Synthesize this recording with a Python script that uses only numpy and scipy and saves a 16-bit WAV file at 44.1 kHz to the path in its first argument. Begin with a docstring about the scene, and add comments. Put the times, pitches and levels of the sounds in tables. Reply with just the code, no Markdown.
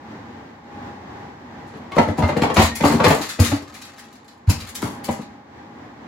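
"""A fan hums faintly in a small room. Then a pillow swipes a wall shelf: trophies and a wall clock knock
about, tumble past the lower shelves and land with dull thuds. Each knock rattles a hollow casing, booms
the shelf board and flexes the wall. Thin metal rings on, plastic parts crack and skitter, and showers
of fine debris settle."""
import sys
import numpy as np
from scipy import signal
from scipy.fft import rfft, irfft, next_fast_len
from scipy.io import wavfile

SR = 44100
rng = np.random.default_rng(int(sys.argv[2]) if len(sys.argv) > 2 else 0)


def transcribe(signal):
    """Save signal, clipped to [-1, 1], as a 16-bit WAV file at the path in sys.argv[1]."""
    frames = np.atleast_2d(signal).T
    limited = np.clip(frames, -1, 1)
    pcm = np.round(limited * 32767).astype(np.int16)
    wavfile.write(sys.argv[1], SR, pcm)


N = 267995
TIME_S = np.arange(N) / SR
SIZE, LEAD = 24000, 400  # samples: one event, head start of a graze
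AGE_S = np.arange(SIZE) / SR


def undb(db):
    """Decibels to gain."""
    return 10 ** (np.asarray(db) / 20)


def curve(points, hz):
    """Gain of (Hz, dB) points on a log-frequency axis."""
    f, db = np.transpose(points)
    return undb(np.interp(np.log(hz), np.log(f), db))


def bins(size=SIZE):
    """Bin frequencies, floored at 1 Hz."""
    return np.maximum(np.arange(size // 2 + 1) * SR / size, 1)


def causal(gain):
    """Minimum-phase filter: nothing sounds before the blow."""
    cepstrum = irfft(np.log(gain + 1e-6))
    cepstrum[1:SIZE // 2] *= 2
    cepstrum[SIZE // 2 + 1:] = 0
    return np.exp(rfft(cepstrum))


def level(x, db, size=1700):
    """Scale to an RMS of db over the first size samples."""
    return x * undb(db) / np.sqrt(np.mean(x[..., :size] ** 2))


def add(out, time_s, x):
    """Mix x in at time_s."""
    start = int(time_s * SR)
    out[:, start:start + x.shape[1]] += x[:, :N - start]


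def resonate(hz, db, t60_s):
    """Spectrum of damped modes, each peaking at its dB."""
    hz, db, t60_s = (np.asarray(column)[:, None] for column in (hz, db, t60_s))
    f = bins()
    loss = f * np.log(1000) / (np.pi * t60_s)
    gain = undb(db) * rng.choice([-1, 1], hz.shape)
    return np.sum(gain * loss / (loss + 1j * (f * f - hz * hz)), axis=0)


def struck(modes, scatter_db, detune):
    """Each blow lands elsewhere and reweights the modes."""
    hz, db, t60_s = np.transpose(modes)
    shift, weight = rng.standard_normal((len(hz), 2)).T
    return resonate(hz * (1 + detune * shift), db + scatter_db * weight, t60_s)


def contact(chatter_s, bounce, graze, count=24):
    """Force spectrum: light graze, full blow, uneven fading rebounds."""
    jitter, strength, approach = rng.random((count, 3)).T
    delay = 2.4 * (np.arange(count) + jitter) / count
    size = (.5 + strength) * rng.choice([-1, 1], count)
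    rebound_at = LEAD + np.clip(delay * chatter_s * SR, 1, SIZE // 2).astype(int)
    force = np.zeros(SIZE)
    force[LEAD] = 1
    np.add.at(force, rebound_at, bounce * np.exp(-delay) * size)
    np.add.at(force, (approach * LEAD).astype(int), graze * approach * size)
    return rfft(force)


# diffuse-field width: (frequency [Hz], side minus mid [dB])
STEREO_WIDTH = [(60, -25), (120, -18), (230, -18), (450, -4.5), (1000, -2), (3000, 1.5), (15000, 1.5)]
SIDES = np.array([[1], [-1]])  # left, right
def spread(pair, hz):
    """Mid and side spectra to stereo; long waves reach both microphones alike."""
    return pair[0] + SIDES * pair[1] * curve(STEREO_WIDTH, hz)


# channel balance: (frequency [Hz], left minus right [dB])
BALANCE = [(100, 3.5), (220, 1), (380, 8.5), (650, -2), (1200, 6.5), (2400, 0.7), (5000, 1.5), (10000, 5)]
def lean():
    """Left and right gain per bin."""
    return curve(BALANCE, bins()) ** (SIDES / 2)


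def room(t60_s, direct_db, echoes_per_s=1500, fill_s=.014, treble_life=.49, damp_hz=8500):
    """Room response: direct sound, then echoes crowding into a tail whose treble dies first."""
    hz = bins()
    density = np.minimum(echoes_per_s / SR * (1 + (AGE_S / fill_s) ** 2), 1)
    echoes = rng.standard_normal((2, SIZE)) * (rng.random((2, SIZE)) < density) / np.sqrt(density)
    tail, short = (echoes * 1000 ** (-AGE_S / life_s) for life_s in (t60_s, t60_s * treble_life))
    treble = 1 / (1 + (damp_hz / hz) ** 4)
    pair = rfft(tail) * (1 - treble) + rfft(short) * treble
    pair /= np.linalg.norm(tail, axis=1, keepdims=True)
    return spread(pair, hz) + undb(direct_db)


# air noise: (frequency [Hz], relative level [dB])
FAN_AIR = [(20, -78), (45, -38), (62, -15), (85, -6), (170, -9.5), (235, -1.5), (400, -11.5), (660, -16),
           (820, -10.5), (1100, -15.5), (1350, -21.5), (1850, -20), (2700, -32), (3700, -34.5),
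           (7200, -44.5), (9000, -57), (16000, -57.5)]
# hum lines: (frequency [Hz], relative level [dB])
FAN_TONES = [(231.5, -45.5), (732.1, -48.5), (818.3, -35), (1588, -51)]
# fan envelope: (time [s], gain [dB])
FAN_GAIN = [(0, -1), (2.7, 0), (3.6, -11.5), (4.4, -9), (4.9, -2), (5.4, -4.5), (5.9, -1)]
def fan(air_db=-38.5, tones_db=-48, line_width_hz=1.5, flicker_db=2, flicker_points=50):
    """Moving air with wavering tones; the level dips under the crash and returns."""
    size = next_fast_len(N, True)
    hz = bins(size)
    air, tones = (spread(rfft(rng.standard_normal((2, size))), hz) for _ in range(2))
    air = level(irfft(air * curve(FAN_AIR, hz), size), air_db, size)
    lines = sum(undb(db) / (1 + ((hz - f) / line_width_hz) ** 2) for f, db in FAN_TONES)
    tones = level(irfft(tones * lines, size), tones_db, size)
    wander = np.interp(TIME_S, np.linspace(0, N / SR, flicker_points), rng.standard_normal(flicker_points))
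    gain_db = np.interp(TIME_S, *np.transpose(FAN_GAIN)) + flicker_db * wander
    return (air + tones)[:, :N] * undb(gain_db)


# debris showers: (time [s], level [dB], hold [s], fade [s])
DEBRIS_SHOWERS = [(1.652, -53.5, 0.095, 0.031), (1.946, -36.5, 0.017, 0.092), (2.163, -40, 0.093, .1),
                  (2.582, -22.5, 0.049, 0.034), (2.815, -26.5, 0.036, 0.11), (3.045, -27, 0.051, 0.13),
                  (3.41, -28, 0.04, 0.074), (3.66, -44.5, 0.28, 0.19), (4.47, -39.5, 0.2, 0.033),
                  (5.06, -46, 0.13, .07)]
def shower_envelope_db(swell_s=.015):
    """Showers of debris swell, hold and fade; their powers add."""
    power = np.zeros(N)
    for time_s, db, hold_s, fade_s in DEBRIS_SHOWERS:
        swell = np.clip((TIME_S - time_s) / swell_s, 0, 1)
        fade = np.exp(-np.maximum(TIME_S - time_s - swell_s - hold_s, 0) / fade_s)
        power += (undb(db) * swell * fade) ** 2
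    return 10 * np.log10(power + 1e-12)


# small-part spectrum, shared with clicks: (frequency [Hz], gain [dB])
PART_COLOUR = [(400, 0), (1200, 5), (2100, 4.5), (3200, -2.5), (4200, 0), (5800, -4), (7200, 0.5),
               (8600, -6), (11000, 1), (13500, -5), (16000, -4)]
def rustle(debris_db, grains_per_s=900, scatter_db=3, dull_hz=7000, quiet_db=-42):
    """Tiny uneven contacts smeared by the room; harder ones are brighter."""
    sizes = rng.choice([-1, 1], N) * undb(scatter_db * np.minimum(rng.exponential(size=N), 3))
    grains = (rng.random(N) < grains_per_s / SR) * sizes
    response = irfft(causal(curve(PART_COLOUR, bins())) * room(t60_s=.1, direct_db=.5) * lean())
    bright = level(signal.fftconvolve(grains[None], response, axes=1)[:, :N], 0, N)
    dull = signal.sosfiltfilt(signal.butter(2, dull_hz, fs=SR, output="sos"), bright)
    hardness = .37 / (1 + undb(quiet_db - debris_db) ** 2)
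    return (dull + hardness * (bright - dull)) * undb(debris_db)


def skittering_bits(debris_db, count=48, offset_db=-3.5, scatter_db=2, bright_hz=5800, chatter_s=.01):
    """Click rows for bigger bits: random times, level following the showers."""
    first_s = DEBRIS_SHOWERS[0][0]
    last_s, _, hold_s, fade_s = DEBRIS_SHOWERS[-1]
    span_s = last_s + hold_s + fade_s - first_s
    times_s = first_s + span_s * (np.arange(count) + rng.random(count)) / count
    rows = []
    for time_s, (loud, bright, right_db) in zip(times_s, rng.standard_normal((count, 3))):
        db = debris_db[int(time_s * SR)] + offset_db + scatter_db * loud
        rows.append((time_s, db, bright_hz * np.exp(.15 * bright), chatter_s, -right_db))
    return rows


# loose metal: (time [s], pitch [Hz], level [dB], t60 [s])
METAL_RINGS = [(1.921, 2153, -41.5, 0.12), (2.716, 1864, -36.5, 0.29)]
def metal_rings():
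    """Thin metal rings on in one mode after a blow."""
    out = np.zeros((2, N))
    for time_s, hz, db, t60_s in METAL_RINGS:
        tone = irfft(resonate([hz], [0], [t60_s]))
        add(out, time_s, level(tone[None], db))
    return out


# cracking parts: (time [s], level [dB], brightness [Hz], chatter [s], treble left minus right [dB])
PART_CRACKS = [(2.372, -38.5, 4870, 0.0083, 1), (2.424, -39.5, 7000, 0.014, 5),
               (2.543, -33.5, 7300, 0.0088, -1), (2.569, -24, 3400, .012, 0), (2.62, -22, 5500, 0.026, -1),
               (2.756, -30, 7700, .016, 3), (2.85, -27.5, 6200, 0.034, 4), (2.879, -34, 8800, 0.0086, -2),
               (3.044, -23, 3460, .025, 3), (3.082, -29, 10000, 0.022, 17), (3.148, -33.5, 8900, 0.0038, 1),
               (3.216, -29.5, 5400, 0.035, -2), (3.292, -30, 5550, 0.028, 0), (3.4, -24, 6600, 0.024, 11),
               (3.448, -25.5, 5750, .024, 7), (3.527, -37.5, 5260, 0.028, 0), (3.743, -43, 5530, 0.021, 1),
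               (3.819, -41, 5073, 0.0079, -1), (3.993, -47.5, 6417, 0.013, 0),
               (4.281, -50, 4940, 0.0082, -5), (4.474, -46.5, 3000, 0.0095, -8),
               (4.499, -25, 7500, 0.0087, 2.5), (4.691, -41.5, 7740, .009, 2),
               (4.753, -31.5, 8000, 0.0088, -2), (4.821, -36, 6900, 0.071, 2), (5.044, -35, 8200, .008, 4),
               (5.112, -39.5, 6760, 0.027, 4)]
def clicks(parts, t60_s=.012, shade_hz=6000, mode_count=12):
    """Each small part snaps with short modes of its own, then skitters."""
    out, hz = np.zeros((2, N)), bins()
    shade = 1 / (1 + (shade_hz / hz) ** 2)  # the microphone housing shades only short waves
    for time_s, db, bright_hz, chatter_s, pan_db in parts:
        pitch, weight, life = rng.random((mode_count, 3)).T
        modes = 1 + resonate(1600 * 9 ** pitch, 6 * weight - 6, t60_s * (.5 + life))
        band_loss = (1 + (bright_hz / hz / .66) ** 2) * (1 + (hz / bright_hz / .86) ** 4)
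        colour = causal(curve(PART_COLOUR, hz) / np.sqrt(band_loss))
        path = room(t60_s=.27, direct_db=-5) * lean() * undb(SIDES * pan_db * shade / 2)
        force = contact(chatter_s, bounce=.8, graze=.26, count=16)
        add(out, time_s - LEAD / SR, level(irfft(force * modes * colour * path), db))
    return out


# heavy soft blows on wall, floor or furniture: (time [s], level [dB], pitch [Hz], swell [s])
PANEL_THUDS = [(1.972, -20, 98.3, .026), (2.08, -18.5, 93, .017), (2.226, -13.5, 88.4, 0.018),
               (2.572, -10, 84.3, 0.019), (2.623, -14, 81, 0.017), (3.061, -13.5, 94, 0.016),
               (3.392, -5.5, 91, 0.017), (3.515, -17, 100, .013), (3.528, -16, 285.5, .012),
               (4.475, -4.5, 89.6, .012), (4.496, -15.5, 176, 0.0084), (4.827, -25, 123, 0.016)]
def thuds(rumble_db=-13, stiffen=.66, stiff_s=.0025, wall_hz=87.7, wall_db=-6.5, wall_swell_s=.018):
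    """A panel swells through a few slow cycles, stiffer at first contact; the room rumbles on."""
    out = np.zeros((2, N))
    # each knock also flexes the wall
    flexes = [(time_s, boom_db + wall_db, wall_hz, wall_swell_s) for time_s, _, boom_db, _, _ in HARD_KNOCKS]
    path = room(t60_s=.6, direct_db=-3)
    for time_s, db, hz, swell_s in PANEL_THUDS + flexes:
        pitch_hz = hz * (1 + stiffen * np.exp(-AGE_S / stiff_s))
        turns = np.cumsum(pitch_hz) / SR + SIDES * .01  # left leads
        envelope = (AGE_S / swell_s * np.exp(1 - AGE_S / swell_s)) ** 2
        swing = envelope * np.sin(2 * np.pi * turns)
        rumble = irfft(rfft(swing) * path)
        rumble *= undb(rumble_db) * swing.std() / rumble.std()
        add(out, time_s, undb(db) * (swing + rumble))
    return out


def with_hops(blows, hop_s=.102, hop_clack_db=-13, hop_boom_db=-6.5, brittle_hz=1670):
    """Each blow, then one weaker hop; hard contacts barely hop."""
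    for time_s, clack_db, boom_db, hard_hz, chatter_s in blows:
        yield time_s, clack_db, boom_db, hard_hz, chatter_s
        loss_db = 20 * np.log10(1 + (hard_hz / brittle_hz) ** 4)
        clack_db += hop_clack_db - loss_db
        boom_db += hop_boom_db - loss_db
        yield time_s + hop_s, clack_db, boom_db, hard_hz, chatter_s


# shelf board: (frequency [Hz], relative level [dB], t60 [s])
BOARD_MODES = [(150.5, -5.5, 0.072), (209.7, -4, 0.19), (233.4, -1.5, 0.16), (286.7, -5, 0.2),
               (314, -16.5, 0.044)]
# hollow casings: (frequency [Hz], relative level [dB], t60 [s])
CASING_MODES = [(417, -1.5, 0.12), (487, -3.5, 0.082), (596, -12, 0.25), (770, 0, 0.16), (908, 6.5, 0.017),
                (973, -2, 0.043), (1080, -20, 0.07), (1135, 5, 0.056), (1245, -18, 0.034), (2013, 5, 0.36),
                (2060, 4, 0.08), (4090, 3, 0.044)]
# clack spectrum: (frequency [Hz], gain [dB])
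CASING_COLOUR = [(150, -5), (300, 3.5), (480, 10.5), (1100, 4.5), (1550, 0), (2100, 0.5), (3200, -2.5),
                 (4300, -2.5), (8000, -6.5), (16000, -12)]
# hits on shelves, wall and floor: (time [s], clack [dB], boom [dB], hardness [Hz], chatter [s])
HARD_KNOCKS = [(1.74, -41, -40.5, 1600, .027), (1.921, -32.5, -40, 2600, 0.012),
               (1.967, -19.5, -23.5, 1100, 0.013), (1.985, -11.5, -15.5, 1330, .009),
               (2.186, -22, -20, 1230, 0.021), (2.226, -20, -22, 1650, 0.02),
               (2.292, -21, -31.5, 1564, 0.0057), (2.368, -20.5, -21, 1400, .014),
               (2.421, -21, -18.5, 2370, .009), (2.437, -19, -41, 1370, 0.015),
               (2.502, -21.5, -27.5, 1670, 0.011), (2.569, -14.5, -17.5, 2440, .009),
               (2.592, -14.5, -16, 2900, 0.023), (2.809, -24.5, -23.5, 3170, 0.0059),
               (2.841, -13.5, -14.5, 1600, .02), (2.903, -21, -22.5, 1640, .023),
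               (2.94, -35.5, -17.5, 1200, 0.024), (3.003, -16.5, -22, 1550, 0.024),
               (3.043, -13.5, -21, 3340, .011), (3.067, -16, -19, 1900, .02), (3.106, -15, -21, 1540, .016),
               (3.394, -23.5, -17.5, 2100, .017), (3.519, -26, -27, 1900, 0.017),
               (4.495, -31.5, -24.5, 2900, .018), (4.828, -28.5, -24.5, 2000, 0.03),
               (5.089, -23.5, -23, 1300, 0.0058)]
def knocks(treble_slope=3.23, crack_db=1):
    """Each blow rattles a casing and booms the board; softer contact loses treble."""
    out, hz = np.zeros((2, N)), bins()
    board_band = causal(1 / (1 + (hz / 600) ** 2 + (130 / hz) ** 4))
    for time_s, clack_db, boom_db, hard_hz, chatter_s in with_hops(HARD_KNOCKS):
        colour = causal(curve(CASING_COLOUR, hz) / np.sqrt(1 + (hz / hard_hz) ** treble_slope))
        casing = struck(CASING_MODES, scatter_db=2.5, detune=.0089) + undb(crack_db)
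        casing *= colour * contact(chatter_s, bounce=.46, graze=.25)
        board = struck(BOARD_MODES, scatter_db=4, detune=.0062)
        board *= board_band * contact(chatter_s, bounce=.43, graze=.021)
        clack = irfft(lean() * casing * room(t60_s=.29, direct_db=-3.5))
        boom = irfft(lean() * board * room(t60_s=.33, direct_db=5.5))
        add(out, time_s - LEAD / SR, level(clack, clack_db) + level(boom, boom_db))
    return out


def scene():
    """Everything that falls, over the fan."""
    debris_db = shower_envelope_db()
    mix = fan() + knocks() + thuds()
    return mix + clicks(PART_CRACKS + skittering_bits(debris_db)) + rustle(debris_db) + metal_rings()


def record(dry, low_cut_hz=42, top_hz=16000):
    """Low cut, soft clip, steep top cut."""
    thinned = signal.sosfilt(signal.butter(3, low_cut_hz, "high", fs=SR, output="sos"), dry)
    rounded = thinned / (1 + thinned ** 6) ** (1 / 6)
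    return signal.sosfilt(signal.ellip(10, .2, 80, top_hz, fs=SR, output="sos"), rounded)


dry = scene()
out = record(dry)
transcribe(out)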